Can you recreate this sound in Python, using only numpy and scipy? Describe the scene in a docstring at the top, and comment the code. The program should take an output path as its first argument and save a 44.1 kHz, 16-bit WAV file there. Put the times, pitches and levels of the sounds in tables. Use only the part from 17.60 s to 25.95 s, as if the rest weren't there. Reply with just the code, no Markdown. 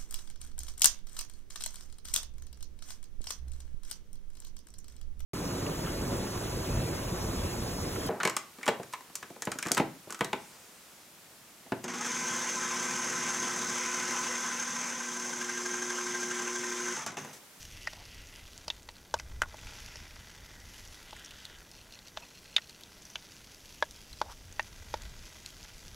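"""Food fries quietly in a pan on embers, outdoors at dusk: countless random clicks merge into a fine sizzle.
Fat spits over it as short bursts of ringing noise, and a wooden spoon knocks the pan so its modes ring.
The spoon also scrapes: random slips drive wide bands around the same modes.
Knocks and spits scatter off a ring of stones. A light wind rumbles on the microphone above its own hiss."""
import sys
import numpy as np
from scipy import signal
from scipy.fft import rfft, irfft, next_fast_len
from scipy.io import wavfile
from scipy.ndimage import uniform_filter1d

SR = 44100
rng = np.random.default_rng(int(sys.argv[2]) if len(sys.argv) > 2 else 0)


def output_pcm(signal):
    """Save a mono or channel-first signal as 16-bit PCM at the path in sys.argv[1].

    Samples are clipped to [-1, 1] before scaling.
    """
    pcm = np.clip(np.atleast_2d(signal).T, -1, 1) * 32767
    wavfile.write(sys.argv[1], SR, np.round(pcm).astype(np.int16))


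N = 368235  # length in samples

# ways the pan with food in it can ring (modes), before damping by the spoon:
# pitch_hz, relative level_db, t60_s (time to fall by 60 dB)
PAN_MODES = [(497, -4.5, 0.03), (623, 9.5, 0.056), (844, 9, 0.037), (937.6, 1.5, 0.044),
             (1455, -5.5, 0.099), (1570, 3.5, 0.033), (1680, 5, 0.027), (1850, -4, 0.037),
             (1958, 6.5, 0.016), (2293, 3, 0.029), (2680, 2, 0.028), (3034, 4, 0.023), (3450, 2.5, 0.019),
             (3650, 4.5, 0.013), (4060, 2, 0.02), (4420, -1, 0.02), (4990, 1, 0.018), (5330, -5, 0.033),
             (5900, 2.5, 0.016), (6760, -2.5, 0.019)]
# stirring over time: start_s, sizzle level_db, spoon drag level_db
STIRRING = [(0.0, -50.5, -66), (0.3, -55.5, -63.5), (0.9, -57.5, -61.5), (1.37, -62.5, -65),
            (1.86, -62, -59), (2.05, -53, -54.5), (2.23, -54.5, -54.5), (2.7, -60, -58), (3.0, -58.5, -60),
            (3.13, -54, -59.5), (3.75, -59, -60), (4.1, -61, -61.5), (5.7, -57.5, -65.5),
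            (6.58, -55.5, -65), (6.95, -59.5, -63), (7.3, -55.5, -57.5), (8.35, -56.5, -62.5)]


def gain_of(db):
    """Turns decibels into a plain multiplier."""
    return 10 ** (np.asarray(db) / 20)


def evened(x):
    """Scales a sound to an rms (average strength) of 1."""
    return x / np.sqrt(np.mean(x ** 2) + 1e-20)


def level_over_time(rows, column):
    """Joins a table's dB column by straight lines and gives a gain for every sample."""
    columns = np.transpose(rows)
    return gain_of(np.interp(np.arange(N) / SR, columns[0], columns[column]))


def colour(x, points):
    """Filters by a spectrum of (Hz, dB) points, then scales to rms 1."""
    size = next_fast_len(N)
    point_hz, point_db = np.transpose(points)
    bin_hz = np.fft.rfftfreq(size, 1 / SR)
    shape_db = np.interp(np.log(bin_hz + 1), np.log(point_hz + 1), point_db)
    filtered = irfft(rfft(x, size) * gain_of(shape_db), size)
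    return evened(filtered[..., :N])


def resonate(x, hz, width_hz):
    """A resonance with gain 1 at its peak, applied twice for steep sides; the width is that of one pass."""
    b, a = signal.iirpeak(hz, hz / width_hz, SR)
    return signal.lfilter(b, a, signal.lfilter(b, a, x))


def grains(per_s, spread_db):
    """Random clicks of either sign, most small and a few large."""
    size = gain_of(spread_db * np.minimum(rng.exponential(1, N), 5))
    size *= rng.choice([-1, 1], N)
    return size * (rng.random(N) < per_s / SR)


def add(mix, start_s, sound):
    """Adds a sound into the mix at its start time, cut where the mix ends."""
    part = mix[round(start_s * SR):][:len(sound)]
    part += sound[:len(part)]


def sizzle():
    """Countless tiny bubbles merge into hiss; sparser, larger ones crackle; brief hisses add bands."""
    # spectrum of the sizzle: pitch_hz, relative level_db
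    sizzle_colour = [(800, -29), (1200, -9.5), (2600, -2), (4500, -3), (6000, 1), (7000, -5.5), (7800, -9),
                     (8900, -14), (9800, -9.5), (11500, -10), (14000, -20), (16000, -30)]
    # brief hisses in one band, from steam or a short scrape: start_s, end_s, pitch_hz, width_hz, level_db
    band_hisses = [(0, 0.945, 2810, 905, -60), (0, 0.916, 2000, 350, -64), (1.998, 3.16, 1830, 600, -65),
                   (1.968, 2.51, 5370, 1500, -60.5), (1.998, 2.586, 2600, 890, -61),
                   (2.602, 4.05, 1960, 250, -67.5), (3.4, 4.03, 3200, 1210, -58),
                   (3.497, 4.098, 1620, 600, -62.5), (4.619, 4.642, 2620, 300, -54)]
    # bands in which a run of quick small bursts rings: pitch_hz, width_hz, level_db
    sputter_bands = [(2570, 250, -66), (4220, 250, -65), (5700, 980, -67.5)]
    sputter_start_s, sputter_end_s = 4.1, 5.15
    patch_db, flare_db = 1.2, 0.8  # rms strength of the colour drift and of the quick swells

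    # eight noise puffs, from brief ticks to soft puffs
    t = np.arange(600) / SR
    fade_s = np.geomspace(.0002, .0025, 8)[:, None]
    puffs = rng.standard_normal((8, len(t))) * np.exp(-t / fade_s)
    puffs /= np.linalg.norm(puffs, axis=1, keepdims=True) ** .5
    crackle = sum(signal.oaconvolve(grains(22, 2.3), puff)[:N] for puff in puffs)
    bubbles = evened(grains(9000, 1.9)) + gain_of(-1.0) * evened(crackle)
    spectrum = signal.stft(colour(bubbles, sizzle_colour), nperseg=512)[2]

    # the colour drifts as patches of food turn over: about 1 kHz by .15 s
    patches = uniform_filter1d(rng.standard_normal(spectrum.shape), size=12, axis=0)
    patches = evened(uniform_filter1d(patches, size=26, axis=1))
    # quick swells of the whole sizzle, about 40 ms long
    flares = evened(uniform_filter1d(rng.standard_normal(spectrum.shape[1]), size=7))
    spectrum = spectrum * gain_of(patch_db * patches + flare_db * flares)
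    fine_hiss = evened(signal.istft(spectrum, nperseg=512)[1][:N])
    out = level_over_time(STIRRING, 1) * fine_hiss

    for start_s, end_s, hz, width_hz, db in band_hisses:
        band = resonate(grains(2000, 4.1)[:round((end_s - start_s) * SR)], hz, width_hz)
        add(out, start_s, gain_of(db) * evened(band) * signal.windows.tukey(len(band), .4))

    bursts = signal.oaconvolve(grains(70, 3.8), puffs[-3])
    bursts = bursts[:round((sputter_end_s - sputter_start_s) * SR)]
    sputter = sum(gain_of(db) * evened(resonate(bursts, hz, width_hz)) for hz, width_hz, db in sputter_bands)
    add(out, sputter_start_s, sputter)
    return out


def spits():
    """A snap, then noise that rings where the bubble of fat bursts; brief ones are broad ticks."""
    # the loudest spits of fat: start_s, peak level_db, centre pitch_hz, t60_s of the noise
    loud_spits = [(0.1274, -43, 6400, .005), (0.1735, -36, 2620, 0.0088), (0.6714, -39, 5800, .005),
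                  (0.7689, -41, 9000, .002), (0.7938, -43, 2580, 0.0089), (0.9331, -36, 4090, .003),
                  (0.9785, -27.5, 5900, .002), (1.588, -37.5, 2540, 0.057), (1.9894, -39.5, 2430, 0.023),
                  (2.0697, -40, 2680, .02), (2.3704, -37, 3010, .009), (3.276, -37, 5980, .007),
                  (3.5088, -38, 3140, .007), (3.565, -39, 1940, 0.017), (3.647, -35, 5680, 0.015),
                  (3.6612, -34, 5500, 0.0097), (3.7088, -34, 3140, 0.012), (3.8528, -30, 3940, 0.01),
                  (4.115, -36, 5200, .008), (4.3238, -37, 4210, .009), (4.346, -41, 5850, 0.014),
                  (4.3903, -36.5, 4270, 0.0098), (4.4736, -37, 4280, 0.0055), (4.483, -38.5, 4200, .012),
                  (5.0953, -36.5, 4370, 0.019), (5.2098, -38, 10960, .003), (5.2355, -33, 4140, 0.01),
                  (5.421, -43, 6490, .02), (5.4525, -38.5, 5850, .018), (5.501, -38.5, 5800, .022),
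                  (6.1445, -38, 6670, .003), (6.3103, -31, 5680, 0.0037), (6.5295, -36, 4200, 0.017),
                  (6.9255, -34, 6440, 0.012), (7.0277, -36, 5680, .012), (7.4205, -36, 5630, .008),
                  (7.8615, -24, 4100, 0.0059), (8.038, -41, 6300, 0.02)]
    small_count, small_db, small_spread_db = 110, -47, 5  # smaller spits fall at random
    low_hz, high_hz = 3500, 7500
    brief_s, long_s = 0.0017, 0.0095  # t60 range of the small spits
    cycles_width = 17  # ring width in Hz x t60: long spits ring in a narrower band

    out, t = np.zeros(N), np.arange(2500) / SR
    when, size, pitch, span = rng.random((small_count, 4)).T
    small_spits = zip(when * (N - len(t)) / SR,
                      small_db + small_spread_db * size,
                      low_hz * (high_hz / low_hz) ** pitch,
                      brief_s * (long_s / brief_s) ** span)
    for start_s, db, hz, t60 in [*loud_spits, *small_spits]:
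        noise = rng.standard_normal(len(t))
        noise[0] = 3.3  # the burst opens with a snap
        noise *= gain_of(-60 * t / t60)
        ring = evened(resonate(noise, hz, min(cycles_width / t60, hz)))
        broad = evened(resonate(noise, 4600, 7300))
        burst = ring + 0.67 * broad
        add(out, start_s, gain_of(db) * burst / abs(burst).max())
    return out


def knocks():
    """Each blow rings the pan's modes around its thud and its click; contact noise roughens and brightens it."""
    # spoon on pan, a dull thud and a bright click centred where place and angle put them:
    # start_s, thud_hz, thud_db, quiet gap_hz, favoured mode_hz, its lead_db, click_hz, click_db, rebound_ms
    blows = [(0.2725, 1515, -38.5, 3500, 1900, 17, 4940, -38.5, 1.55),
             (0.332, 880, -54, 3000, 1990, 11, 4730, -51, 2.76),
             (1.0797, 790, -48.5, 1660, 950, 9, 4800, -33.5, 1.6),
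             (1.101, 950, -54, 1500, 3600, 5, 3500, -31.5, 1.08),
             (1.288, 910, -52, 5330, 2007, 10, 4330, -41.5, 0.99),
             (1.5402, 908, -31, 2170, 1570, 12, 5550, -30, 2),
             (1.597, 1500, -45.5, 3500, 2010, 13, 5450, -40.5, 1.9),
             (1.8183, 1530, -28.5, 5400, 1910, 11.5, 6090, -27, .66),
             (1.833, 1460, -41.5, 600, 1435, 9, 2540, -68, 1.56),
             (1.942, 714, -50.5, 3000, 673, 7, 5000, -67, 1.07),
             (2.356, 1010, -51.5, 3600, 1880, 10, 5400, -45, 1.5),
             (3.529, 810, -52.5, 2300, 860, 4, 3380, -49, 2.64),
             (4.5719, 720, -37, 2170, 1610, -1, 3450, -37, 1.62),
             (4.9637, 2300, -49, 5700, 3090, 3.5, 3690, -21, 1.636),
             (4.981, 1800, -45.5, 4600, 1870, 12, 3100, -36.5, 1.5),
             (5.5555, 1800, -45.5, 1960, 3437, 4, 3140, -34.5, .3),
             (6.2246, 930, -33, 2970, 1680, 13.5, 3610, -31.5, 1.8),
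             (6.6146, 880, -30.5, 2550, 1540, 1.5, 4250, -35, 0.87),
             (6.9947, 990, -35.5, 3080, 1850, 14.5, 2570, -30.5, 1.08),
             (7.3398, 912, -32.5, 2800, 1480, -1, 4670, -39, 2.2)]
    favour_db, favour_octaves = 5.5, 0.043  # the modes at a centre stand out
    gap_db, gap_octaves = -10, 0.17  # modes with a node (still point) under the spoon stay quiet
    # how fast modes weaken below and above a centre, in dB per octave
    thud_fall_db, click_fall_db = (7.5, 8.5), (14.5, 10.5)
    # heavier thuds press on the pan and ring shorter
    base_damping, damping_per_db, firm_db = 1.79, 0.0239, -52.5
    hold_s = 0.0051  # the ring holds while the spoon rebounds, then dies at full speed
    detune = 0.006  # shifting food moves each mode a little from blow to blow
    tick_hz, tick_db = 7500, 4.5  # contact tick above the modes, louder the higher the click lies
    rebound_share = 0.32  # share of the blow that comes again

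    out, t = np.zeros(N), np.arange(3500) / SR
    hz, db, t60 = np.transpose(PAN_MODES)[:, :, None]
    noises = rng.standard_normal((len(blows), len(t)))
    held_s = t ** 2 / (t + hold_s)
    shifts = 1 + detune * rng.standard_normal((len(blows), len(PAN_MODES), 1))

    def bump(centre_hz, octaves):
        """1 at the centre, falling smoothly to 0 on both sides."""
        return np.exp(-(np.log2(hz / centre_hz) / octaves) ** 2)

    def reach(centre_hz, centre_db, below_db, above_db):
        """How strongly a hit at one centre drives each mode."""
        away = np.log2(hz / centre_hz)
        fall_db = np.maximum(above_db * away, -below_db * away)
        return gain_of(centre_db - fall_db + favour_db * bump(centre_hz, favour_octaves))

    for row, noise, shift in zip(blows, noises, shifts):
        start_s, thud_hz, thud_db, gap_hz, mode_hz, lead_db, click_hz, click_db, rebound_ms = row
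        size = reach(thud_hz, thud_db, *thud_fall_db) + reach(click_hz, click_db, *click_fall_db)
        size *= gain_of(lead_db * bump(mode_hz, favour_octaves) + gap_db * bump(gap_hz, gap_octaves))

        damping = base_damping + damping_per_db * (thud_db - firm_db)
        fading = gain_of(db - 60 * held_s * damping / t60)
        ring = (size * fading * np.sin(2 * np.pi * hz * shift * t)).sum(0)

        contact = gain_of(-22.5) * noise * np.exp(-t / 0.00098)
        contact[0] = 1  # lets the clean ring through
        rough_ring = signal.fftconvolve(ring, contact)[:len(t)]
        onset = np.minimum(t / 0.00067, 1) ** 2

        tick_level_db = click_db + tick_db - click_fall_db[1] * np.log2(tick_hz / click_hz)
        tick = gain_of(tick_level_db) * resonate(noise, tick_hz, 4500) * np.exp(-t / 0.0034)
        blow = rough_ring * onset + tick
        add(out, start_s, blow)
        add(out, start_s + rebound_ms / 1000, rebound_share * blow)
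    no_bass = signal.butter(2, 300, "high", fs=SR, output="sos")  # a small pan radiates no bass
    return signal.sosfilt(no_bass, out)


def scrape():
    """Wood slips unevenly over the pan floor; the pressing spoon widens the pan's modes into bands."""
    # centres of the four families of modes: pitch_hz
    family_centres = [800, 1700, 3400, 5800]
    # how much the drag drives each family: relative level_db
    family_levels = [-7, -2, -3, -8]
    # short dull scuffs of food pushed along: start_s, length_s, level_db, pitch_hz
    scuffs = [(0.33, 0.13, -60, 790), (1.551, 0.026, -50, 800), (1.837, 0.032, -53, 950),
              (4.599, 0.048, -56, 805), (6.626, 0.057, -53.5, 650), (6.671, 0.049, -52.5, 830),
              (6.687, 0.054, -53, 1050)]

    slips, out = grains(3000, 5.2), np.zeros(N)
    modes = np.array(PAN_MODES)
    distance = np.abs(np.log(modes[:, :1] / family_centres))
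    family = distance.argmin(axis=1)  # each mode joins the nearest centre
    drag = level_over_time(STIRRING, 2)
    for k, family_db in enumerate(family_levels):
        bands = sum(gain_of(0.35 * db) * resonate(slips, hz, 120 + 0.08 * hz)
                    for hz, db, t60 in modes[family == k])
        out += gain_of(family_db) * drag * evened(bands)

    for start_s, length_s, db, hz in scuffs:
        rub = resonate(grains(2500, 2.6)[:SR // 4], hz, 550)[:round(length_s * SR)]
        add(out, start_s, gain_of(db) * evened(rub) * signal.windows.tukey(len(rub), .6))
    return out


def stones(x):
    """The ring of stones and the ground throw back a short scatter."""
    t = np.arange(3000) / SR
    shared, left, right = rng.standard_normal((3, len(t)))
    echoes = shared + 0.0034 * np.array([left, right])
    echoes = echoes * gain_of(-60 * t / 0.032) * (t > .003)  # from 3 ms on, t60 32 ms
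    return signal.oaconvolve(x[None], echoes / np.linalg.norm(echoes[0]), axes=1)[:, :N]


def wind():
    """Lumpy low rumble on the microphone over the faint steady air."""
    # rumble over time: start_s, level_db
    rumble_level = [(0.0, -53), (1.49, -56.5), (1.72, -46.5), (5.14, -68.5), (7.63, -46), (7.7, -61.5),
                    (8.35, -52)]
    # spectrum of the rumble: pitch_hz, relative level_db
    rumble_colour = [(8.8, -23), (15, 0), (36, 0.5), (86, -3), (217, -25), (650, -64), (1100, -120)]
    # spectrum of still outdoor air: pitch_hz, relative level_db
    air_colour = [(12, -18), (20, -10), (86, -4), (198, -3.5), (574, -11), (2020, -23), (3070, -47),
                  (5850, -21.5), (16000, -27.5)]
    air_db = -60

    lumps = gain_of(2.8 * evened(uniform_filter1d(rng.standard_normal(N), 2500)))
    rumble = evened(colour(rng.standard_normal(N), rumble_colour) * lumps)
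    gusts = level_over_time(rumble_level, 1) * rumble
    return gusts + gain_of(air_db) * colour(rng.standard_normal(N), air_colour)


def scene():
    """Mixes the frying, the spoon and the wind; only knocks and spits echo from the stones."""
    hits = knocks() + spits()
    return hits + gain_of(-12.0) * stones(hits) + sizzle() + scrape() + wind()


def record(dry):
    """Adds the microphone's hiss, separate noise in each channel, then cuts the highest treble."""
    # spectrum of the hiss: pitch_hz, relative level_db
    hiss_colour = [(12, -26), (20, 10), (678, -1), (1150, -10), (1440, -24), (4540, -33), (13900, -2),
                   (16000, -18)]
    hiss_db, edge_hz = -75, 15800
    hiss = gain_of(hiss_db) * colour(rng.standard_normal((2, N)), hiss_colour)
    low_pass = signal.firwin(511, edge_hz, window=("kaiser", 9), fs=SR)
    return signal.oaconvolve(dry + hiss, low_pass[None], "same")


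dry = scene()
out = record(dry)
output_pcm(out)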